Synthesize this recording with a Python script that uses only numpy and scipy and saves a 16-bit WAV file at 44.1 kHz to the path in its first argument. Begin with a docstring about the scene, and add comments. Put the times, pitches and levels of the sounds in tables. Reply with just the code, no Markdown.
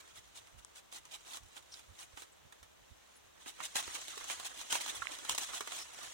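"""Crows in a wire-mesh trap

Crows flutter against the netting beside a hedge, far off at first, then louder. Wings swish and slap
the mesh, claws tick and scrape on the wire, and dry undergrowth crackles in the second half.
Light wind puffs on a hand-held recorder whose two microphone ports each have their own colour."""
import sys
import numpy as np
from scipy import signal
from scipy.fft import rfft, irfft
from scipy.io import wavfile
from scipy.ndimage import uniform_filter1d

SR = 44100
rng = np.random.default_rng(int(sys.argv[2]) if len(sys.argv) > 2 else 0)


def pcm_store(signal):
    """Save signal as 16-bit PCM."""
    levels = np.round(np.clip(np.atleast_2d(signal), -1, 1) * 32767)
    wavfile.write(sys.argv[1], SR, levels.astype(np.int16).T)


N = 270333
T = np.arange(N) / SR
PORT_LAG_S = .00043   # travel time of sound from one port to the other
USUAL_T60_S = 0.022   # decay of a typical rattle of the mesh

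# bright EQ of feathers and chattering wire: f/Hz, level/dB
BRIGHT_EQ = [(300, -26.5), (1000, -16.5), (2000, -3.5), (3200, -1.5), (6500, 0), (10000, -1), (15000, 1)]
# dull EQ of pushed air and body thuds: f/Hz, level/dB
DULL_EQ = [(40, -8), (120, -15.5), (200, -9), (320, -2), (500, -6.5), (800, 6), (1200, 4), (2000, -2.5),
           (3500, -15), (9000, -52.5)]


def wings(usual_hiss_db=-36, air_offset_db=-10.5, air_db_per_db=0.92):
    """Each stroke pushes air and drags stiff feathers over one another and over the mesh."""
    # wing strokes and their feather hiss: t/s, length/s, level/dB
    strokes = [(-.03, 0.045, -45.5), (0.147, 0.053, -48.5), (0.343, 0.055, -48), (0.575, 0.024, -53),
               (.748, 0.056, -50.5), (0.913, 0.079, -44.5), (1.103, 0.067, -45), (1.246, 0.074, -50),
               (1.294, 0.093, -44), (1.541, 0.059, -50.5), (1.7, .11, -53.5), (1.915, 0.13, -60),
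               (1.976, 0.081, -49), (2.155, 0.093, -50), (3.397, 0.041, -53.5), (3.455, 0.054, -43),
               (3.619, 0.05, -38.5), (3.744, 0.069, -31), (3.935, 0.036, -36), (4.27, 0.071, -39),
               (4.444, 0.032, -35), (4.546, 0.092, -45.5), (4.694, 0.087, -30.5), (4.798, 0.027, -35.5),
               (4.865, 0.048, -36), (4.944, 0.04, -40.5), (5.099, 0.062, -44.5), (5.286, 0.046, -34.5),
               (5.398, 0.055, -36.5), (5.521, 0.073, -38.5), (5.716, .12, -41.5), (5.928, 0.014, -47),
               (6.015, 0.067, -45)]
    hiss, air = np.zeros(N), np.zeros(N)
    for start, length, hiss_db in strokes:
        stroke = swell(start, length, fullness=0.66)
        hiss += from_db(hiss_db) * stroke
        air += from_db(usual_hiss_db + air_offset_db + air_db_per_db * (hiss_db - usual_hiss_db)) * stroke
    flutter = from_db(0.41 * drift(110))   # feathers flick past one by one
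    feathers = hiss * rms_one(colour(grains(per_s=3500, spread_db=5.0, smooth=0.62), BRIGHT_EQ))
    push = air * rms_one(colour(grains(per_s=1900, spread_db=2.5, smooth=0.82), DULL_EQ))
    return surroundings(flutter * (feathers + push), scatter_db=6, t60=0.059)


def mesh_strikes(crack_db=11.5, thud_db=-6, thud_db_per_doubling=8.5):
    """A blow cracks, then the loose wire twists chatter briefly over a dull thud."""
    # wings and feet hitting the mesh: t/s, level/dB, rattle t60/s
    blows = [(.077, -54, 0.023), (.157, -51, 0.018), (.471, -51.5, 0.038), (.757, -48, 0.016),
             (.9256, -40.5, 0.027), (1.053, -46.5, 0.031), (1.345, -41, 0.024), (1.371, -35, 0.019),
             (1.566, -47.5, 0.046), (1.793, -46.5, 0.035), (2.173, -45, 0.046), (2.221, -42.5, 0.033),
             (2.524, -46.5, 0.033), (2.629, -48.5, 0.037), (3.46, -50, 0.063), (3.483, -44, 0.0062),
             (3.603, -43, 0.067), (3.755, -26, 0.032), (3.765, -27.5, 0.019), (3.878, -47, 0.052),
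             (3.95, -30, 0.012), (4.082, -33.5, 0.015), (4.177, -32, 0.018), (4.299, -32, 0.037),
             (4.398, -33.5, 0.022), (4.725, -24, 0.026), (4.754, -22.5, 0.019), (4.862, -33.5, 0.024),
             (4.947, -42, 0.028), (5.249, -36, 0.032), (5.2947, -16, 0.012), (5.3485, -28, .015),
             (5.379, -23.5, 0.015), (5.383, -19.5, 0.0081), (5.488, -42.5, 0.04), (5.533, -37.5, 0.038),
             (5.607, -29, 0.029), (5.674, -33, 0.032), (5.72, -33, 0.027)]
    rattle, thud, cracks = np.zeros(N), np.zeros(N), np.zeros(N)
    for start, level_db, t60 in list(blows) + footholds():
        at = int(start * SR)
        age = T[:min(N - at, SR // 4)]
        decay = from_db(level_db - 60 * age / t60)
        # a claw gives a short bright hit, a body a longer, duller one
        weight = from_db(thud_db + thud_db_per_doubling * np.log2(t60 / USUAL_T60_S))
        rattle[at:at + len(age)] += decay
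        thud[at:at + len(age)] += decay * weight
        cracks[at] = from_db(level_db + crack_db)
    wire = rattle * rms_one(colour(grains(per_s=5100, spread_db=0.5, smooth=0.42), BRIGHT_EQ))
    body = thud * rms_one(colour(grains(per_s=4400, spread_db=0.5, smooth=1.0), DULL_EQ))
    return surroundings(colour(cracks, BRIGHT_EQ) + wire + body, scatter_db=-2, t60=0.15)


def footholds(per_s=4, above_rustle_db=10, spread_db=3):
    """Feet touch the wire at random, louder when the scuffle is: rows of t/s, level/dB, t60/s."""
    times = T[rng.random(N) < per_s / SR]
    levels = rustle_db(times) + above_rustle_db + spread_db * rng.standard_normal(len(times))
    return [(start, db, USUAL_T60_S) for start, db in zip(times, levels)]


def knocks():
    """Single taps, each with one quickly damped resonance; the soft contact gives little above it."""
    # small close knocks: t/s, level/dB, f/Hz, t60/s, left over right/dB
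    taps = [(.6485, -27, 7100, 0.00032, 12), (.649, -41.5, 1100, 0.0061, 7), (3.462, -49, 335, 0.026, -6),
            (3.603, -31, 990, 0.014, 3), (3.878, -39.5, 334, 0.0068, -10), (4.172, -41.5, 422, 0.029, -2),
            (4.21, -41.5, 1140, 0.021, -5), (4.728, -32, 925, 0.043, 1), (4.754, -31, 960, .025, -5),
            (5.02, -27, 1374, 0.037, -2), (5.0238, -30, 1700, 0.013, -3), (5.026, -35.5, 1100, 0.041, -3),
            (5.055, -32, 1170, 0.0088, -3), (5.07, -25, 2100, 0.0067, -7.5), (5.2945, -25, 1000, 0.017, 8),
            (5.113, -48.5, 310, 0.053, -4), (5.605, -35, 423, .04, 1)]
    out, click = np.zeros((2, N)), signal.unit_impulse(SR // 10)
    for start, level_db, hz, t60, pan_db in taps:
        at = int(start * SR)
        contact = signal.sosfilt(signal.butter(4, min(1.7 * hz, .4 * SR), fs=SR, output="sos"), click)
        out[:, at:at + len(contact)] += from_db(level_db) * pan(pan_db) * ring(contact, hz, t60)
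    return np.array([out[0], np.roll(out[1], round(PORT_LAG_S * SR))])


def claws():
    """A claw sticks and slips along a wire, which answers with a thin rasping note."""
    # skids on the wire: t/s, length/s, level/dB, f/Hz
    skids = [(1.715, 0.026, -50, 5400), (1.739, 0.0057, -40, 5090), (1.75, 0.022, -66, 5200),
             (2.319, .02, -63.5, 8170), (3.158, .025, -56, 10600), (5.408, 0.018, -42.5, 6340),
             (5.773, 0.076, -46.5, 5400)]
    slips = grains(per_s=2500, spread_db=2, smooth=.5)
    rasp = sum(from_db(db) * swell(start, length) * rms_one(ring(slips, hz, t60=.007))
               for start, length, db, hz in skids)
    return surroundings(rasp, scatter_db=-4, t60=0.1)


def undergrowth(stems_db=-5.5, clump_db=2):
    """Dry leaves crackle in clumps while thicker stems crunch lower down."""
    # crisp EQ of the leaves: f/Hz, level/dB
    leaf_eq = [(300, -40), (1000, -2.5), (2000, -3.5), (3200, -1.5), (6500, 0.5), (10000, -3.5),
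               (15000, -3.5)]
    # darker EQ of the stems: f/Hz, level/dB
    stem_eq = [(40, -3), (150, -10), (320, -6.5), (500, -4.5), (800, -1.5), (1200, -0.5), (2000, -3),
               (3500, -27), (9000, -24)]
    leaf_snaps = grains(per_s=4200, spread_db=1.5, smooth=0.97) * from_db(1.83 * drift(62))
    stem_snaps = grains(per_s=900, spread_db=3.5, smooth=0.87) * from_db(2.6 * drift(23))
    leaves = rms_one(colour(leaf_snaps, leaf_eq))
    stems = from_db(stems_db) * rms_one(colour(stem_snaps, stem_eq))
    level = from_db(rustle_db(T) + clump_db * drift(rate_hz=4))
    return surroundings(level * (leaves + stems), scatter_db=6.5, t60=0.084)


def rustle_db(times, loudest_db=-42, db_per_stir_db=1.41):
    """Level of the leaves at the given times; it follows how hard they are stirred."""
    # how hard the undergrowth is stirred: t/s, level/dB
    stir = [(0.0, -65), (0.77, -69.5), (1.3, -65.5), (3.0, -71.5), (3.21, -69.5), (3.46, -62),
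            (3.58, -57.5), (3.86, -57.5), (4.23, -55), (4.66, -56.5), (4.83, -51), (4.93, -54),
            (5.09, -55.5), (5.24, -57), (5.48, -55.5), (5.62, -55), (5.84, -59.5), (6.13, -55.5)]
    stir_times, stir_db = np.transpose(stir)
    return loudest_db + db_per_stir_db * (np.interp(times, stir_times, stir_db) - stir_db.max())


def wind(breeze_db=-68, gust_db=2.5):
    """Eddies buffet each port on its own, mostly the right; a puff is a few slow swings of pressure."""
    # puffs above the breeze: t/s, length/s, level/dB
    puff_cues = [(.152, .07, -61), (0.512, 0.12, -51.5), (1.39, .1, -52.5), (1.87, 0.072, -49.5),
                 (2.128, 0.025, -52), (2.443, 0.04, -54), (2.604, 0.05, -57), (2.901, .038, -47),
                 (3.868, 0.033, -47.5), (4.935, 0.13, -52.5), (5.301, 0.055, -55)]
    # low rumble of the eddies: f/Hz, level/dB
    rumble_eq = [(20, -39), (40, -5.5), (62, 2), (90, -3.5), (130, -13), (220, -27), (600, -62)]
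    breeze = from_db(breeze_db + gust_db * drift(rate_hz=9.9))
    puffs = sum(from_db(db) * swell(start, length, fullness=1.8) for start, length, db in puff_cues)
    eddies = colour(rng.standard_normal((2, N)), rumble_eq)
    eddies /= np.sqrt(uniform_filter1d(eddies ** 2, size=1200, axis=1) + 1e-20)   # even out the level
    return (breeze + puffs) * eddies * from_db([[-15], [-1]])


def open_country(level_db=-61.5, pan_db=7, directions=8):
    """The hush of open country arrives from all directions, stronger on the left."""
    # EQ of the ambience bed: f/Hz, level/dB
    hush_eq = [(30, -8), (80, 2), (250, 3.5), (600, 8.5), (1000, 7.5), (2000, 1), (4000, -5), (7000, -10.5),
               (10000, -22.5), (15000, -3)]
    left, right = np.zeros(N), np.zeros(N)
    for lag in np.linspace(-1, 1, directions) * PORT_LAG_S:
        far = rng.standard_normal(N)
        left += far
        right += np.roll(far, round(lag * SR))
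    return from_db(level_db) * pan(pan_db) * rms_one(colour(np.array([left, right]), hush_eq))


def surroundings(x, scatter_db, t60, count=90, size=1024):
    """Direct sound reaches the left port first; ground and hedge scatter echoes from all sides."""
    # where the birds lie as the recorder swings right: t/s, bearing (0 = ahead, 1 = hard left)
    bearing = [(0, 0.054), (3.2, 0.17), (3.9, 0.62), (4.7, 0.98), (5.4, 1.05), (6.13, 0.97)]
    # each scrap of sound comes from a spot of its own, so the echo pattern keeps changing
    span, starts = 3 * size, np.arange(0, N + size, size // 2)
    scraps = np.pad(x, (size, 2 * size))[starts[:, None] + np.arange(size)] * signal.windows.cosine(size)
    shape = (len(starts), count)
    delay = .0008 + .04 * rng.random(shape) ** 2
    gains = from_db(-40 * delay / t60) * rng.choice([-1, 1], shape)
    gains /= np.linalg.norm(gains, axis=1, keepdims=True)
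    lag = rng.uniform(-.6, 1, shape) * PORT_LAG_S
    patterns = np.zeros((2, len(starts), span), np.float32)
    for port, arrival in enumerate((delay, delay + lag)):
        np.add.at(patterns[port], (np.arange(len(starts))[:, None], (arrival * SR).astype(int)), gains)
    scattered = irfft(rfft(patterns) * rfft(scraps.astype(np.float32), span))
    echoes = np.zeros((2, N + size + span))
    for k, at in enumerate(starts):
        echoes[:, at:at + span] += scattered[:, k]
    left_lead = np.interp(T, *np.transpose(bearing)) * PORT_LAG_S * SR
    direct = np.array([x, x[np.clip(np.arange(N) - left_lead.astype(int), 0, N - 1)]])
    wet = from_db(scatter_db)
    return (direct + wet * echoes[:, size:size + N]) / np.sqrt(1 + wet ** 2)


def grains(per_s, spread_db, smooth):
    """Random tiny snaps of uneven size on a bed of smooth friction."""
    sizes = from_db(spread_db * np.minimum(rng.exponential(1, N), 4.5)) * rng.choice([-1, 1], N)
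    snaps = rms_one(sizes * (rng.random(N) < per_s / SR))
    return rms_one(snaps + smooth * rng.standard_normal(N))


def ring(x, hz, t60):
    """A damped resonance that passes no bass."""
    radius, angle = from_db(-60 / (t60 * SR)), 2 * np.pi * hz / SR
    return signal.lfilter([.5, 0, -.5], [1, -2 * radius * np.cos(angle), radius * radius], x + 1e-18)


def swell(start, length, fullness=1.0):
    """One rounded rise and fall; a higher exponent narrows it."""
    out = np.zeros(N)
    inside = (T > start) & (T < start + length)
    out[inside] = np.abs(np.sin(np.pi * (T[inside] - start) / length)) ** fullness
    return out


def drift(rate_hz):
    """Smooth random modulation of unit power."""
    pole = np.exp(-2 * np.pi * rate_hz / SR)
    return rms_one(signal.lfilter([1], [1, -2 * pole, pole * pole], rng.standard_normal(N + SR))[SR:])


def colour(x, eq, size=4096):
    """Minimum-phase EQ through points of f/Hz, level/dB."""
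    hz, db = np.transpose(eq)
    grid = np.maximum(np.fft.rfftfreq(size, 1 / SR), 1)
    gains = from_db(np.interp(np.log(grid), np.log(hz), db))
    cepstrum = irfft(np.log(gains))
    cepstrum[1:size // 2] *= 2
    cepstrum[size // 2 + 1:] = 0
    response = irfft(np.exp(rfft(cepstrum)))
    return signal.fftconvolve(x, response if x.ndim == 1 else response[None], axes=-1)[..., :N]


def pan(db):
    """Left and right gains for a level difference."""
    return from_db([[db / 2], [-db / 2]])


def from_db(db):
    """Decibels to gain."""
    return 10 ** (np.asarray(db) / 20)


def rms_one(x):
    """Scale to unit power."""
    return x / np.sqrt(np.mean(x ** 2) + 1e-20)


def scene():
    """Birds, cage and undergrowth over a bed of open air."""
    return wings() + mesh_strikes() + knocks() + claws() + undergrowth() + open_country() + wind()


def record(dry, hiss_db=-73, cutoff_hz=16000):
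    """The two ports have their own resonances and opposite polarity; faint hiss; the top is cut."""
    # colour of the left port: f/Hz, level/dB
    left_eq = [(100, -2.5), (320, -3), (480, -4), (700, -7), (1300, -8), (3300, -3), (4700, -5.5),
               (6200, 4), (8000, 2.5), (9700, 2), (11000, -9.5), (15500, -17.5)]
    # colour of the right port: f/Hz, level/dB
    right_eq = [(100, -4), (320, 4), (900, 0), (1400, 0.5), (2300, 3), (3000, 7), (3900, 6.5), (4700, -1.5),
                (7000, -4.5), (9000, -6), (11000, -11.5), (15500, -12)]
    ports = np.array([colour(dry[0], left_eq), -colour(dry[1], right_eq)])
    hiss = from_db(hiss_db) * rng.standard_normal((2, N))
    return signal.sosfilt(signal.ellip(10, .1, 70, cutoff_hz, fs=SR, output="sos"), ports + hiss)


dry = scene()
out = record(dry)
pcm_store(out)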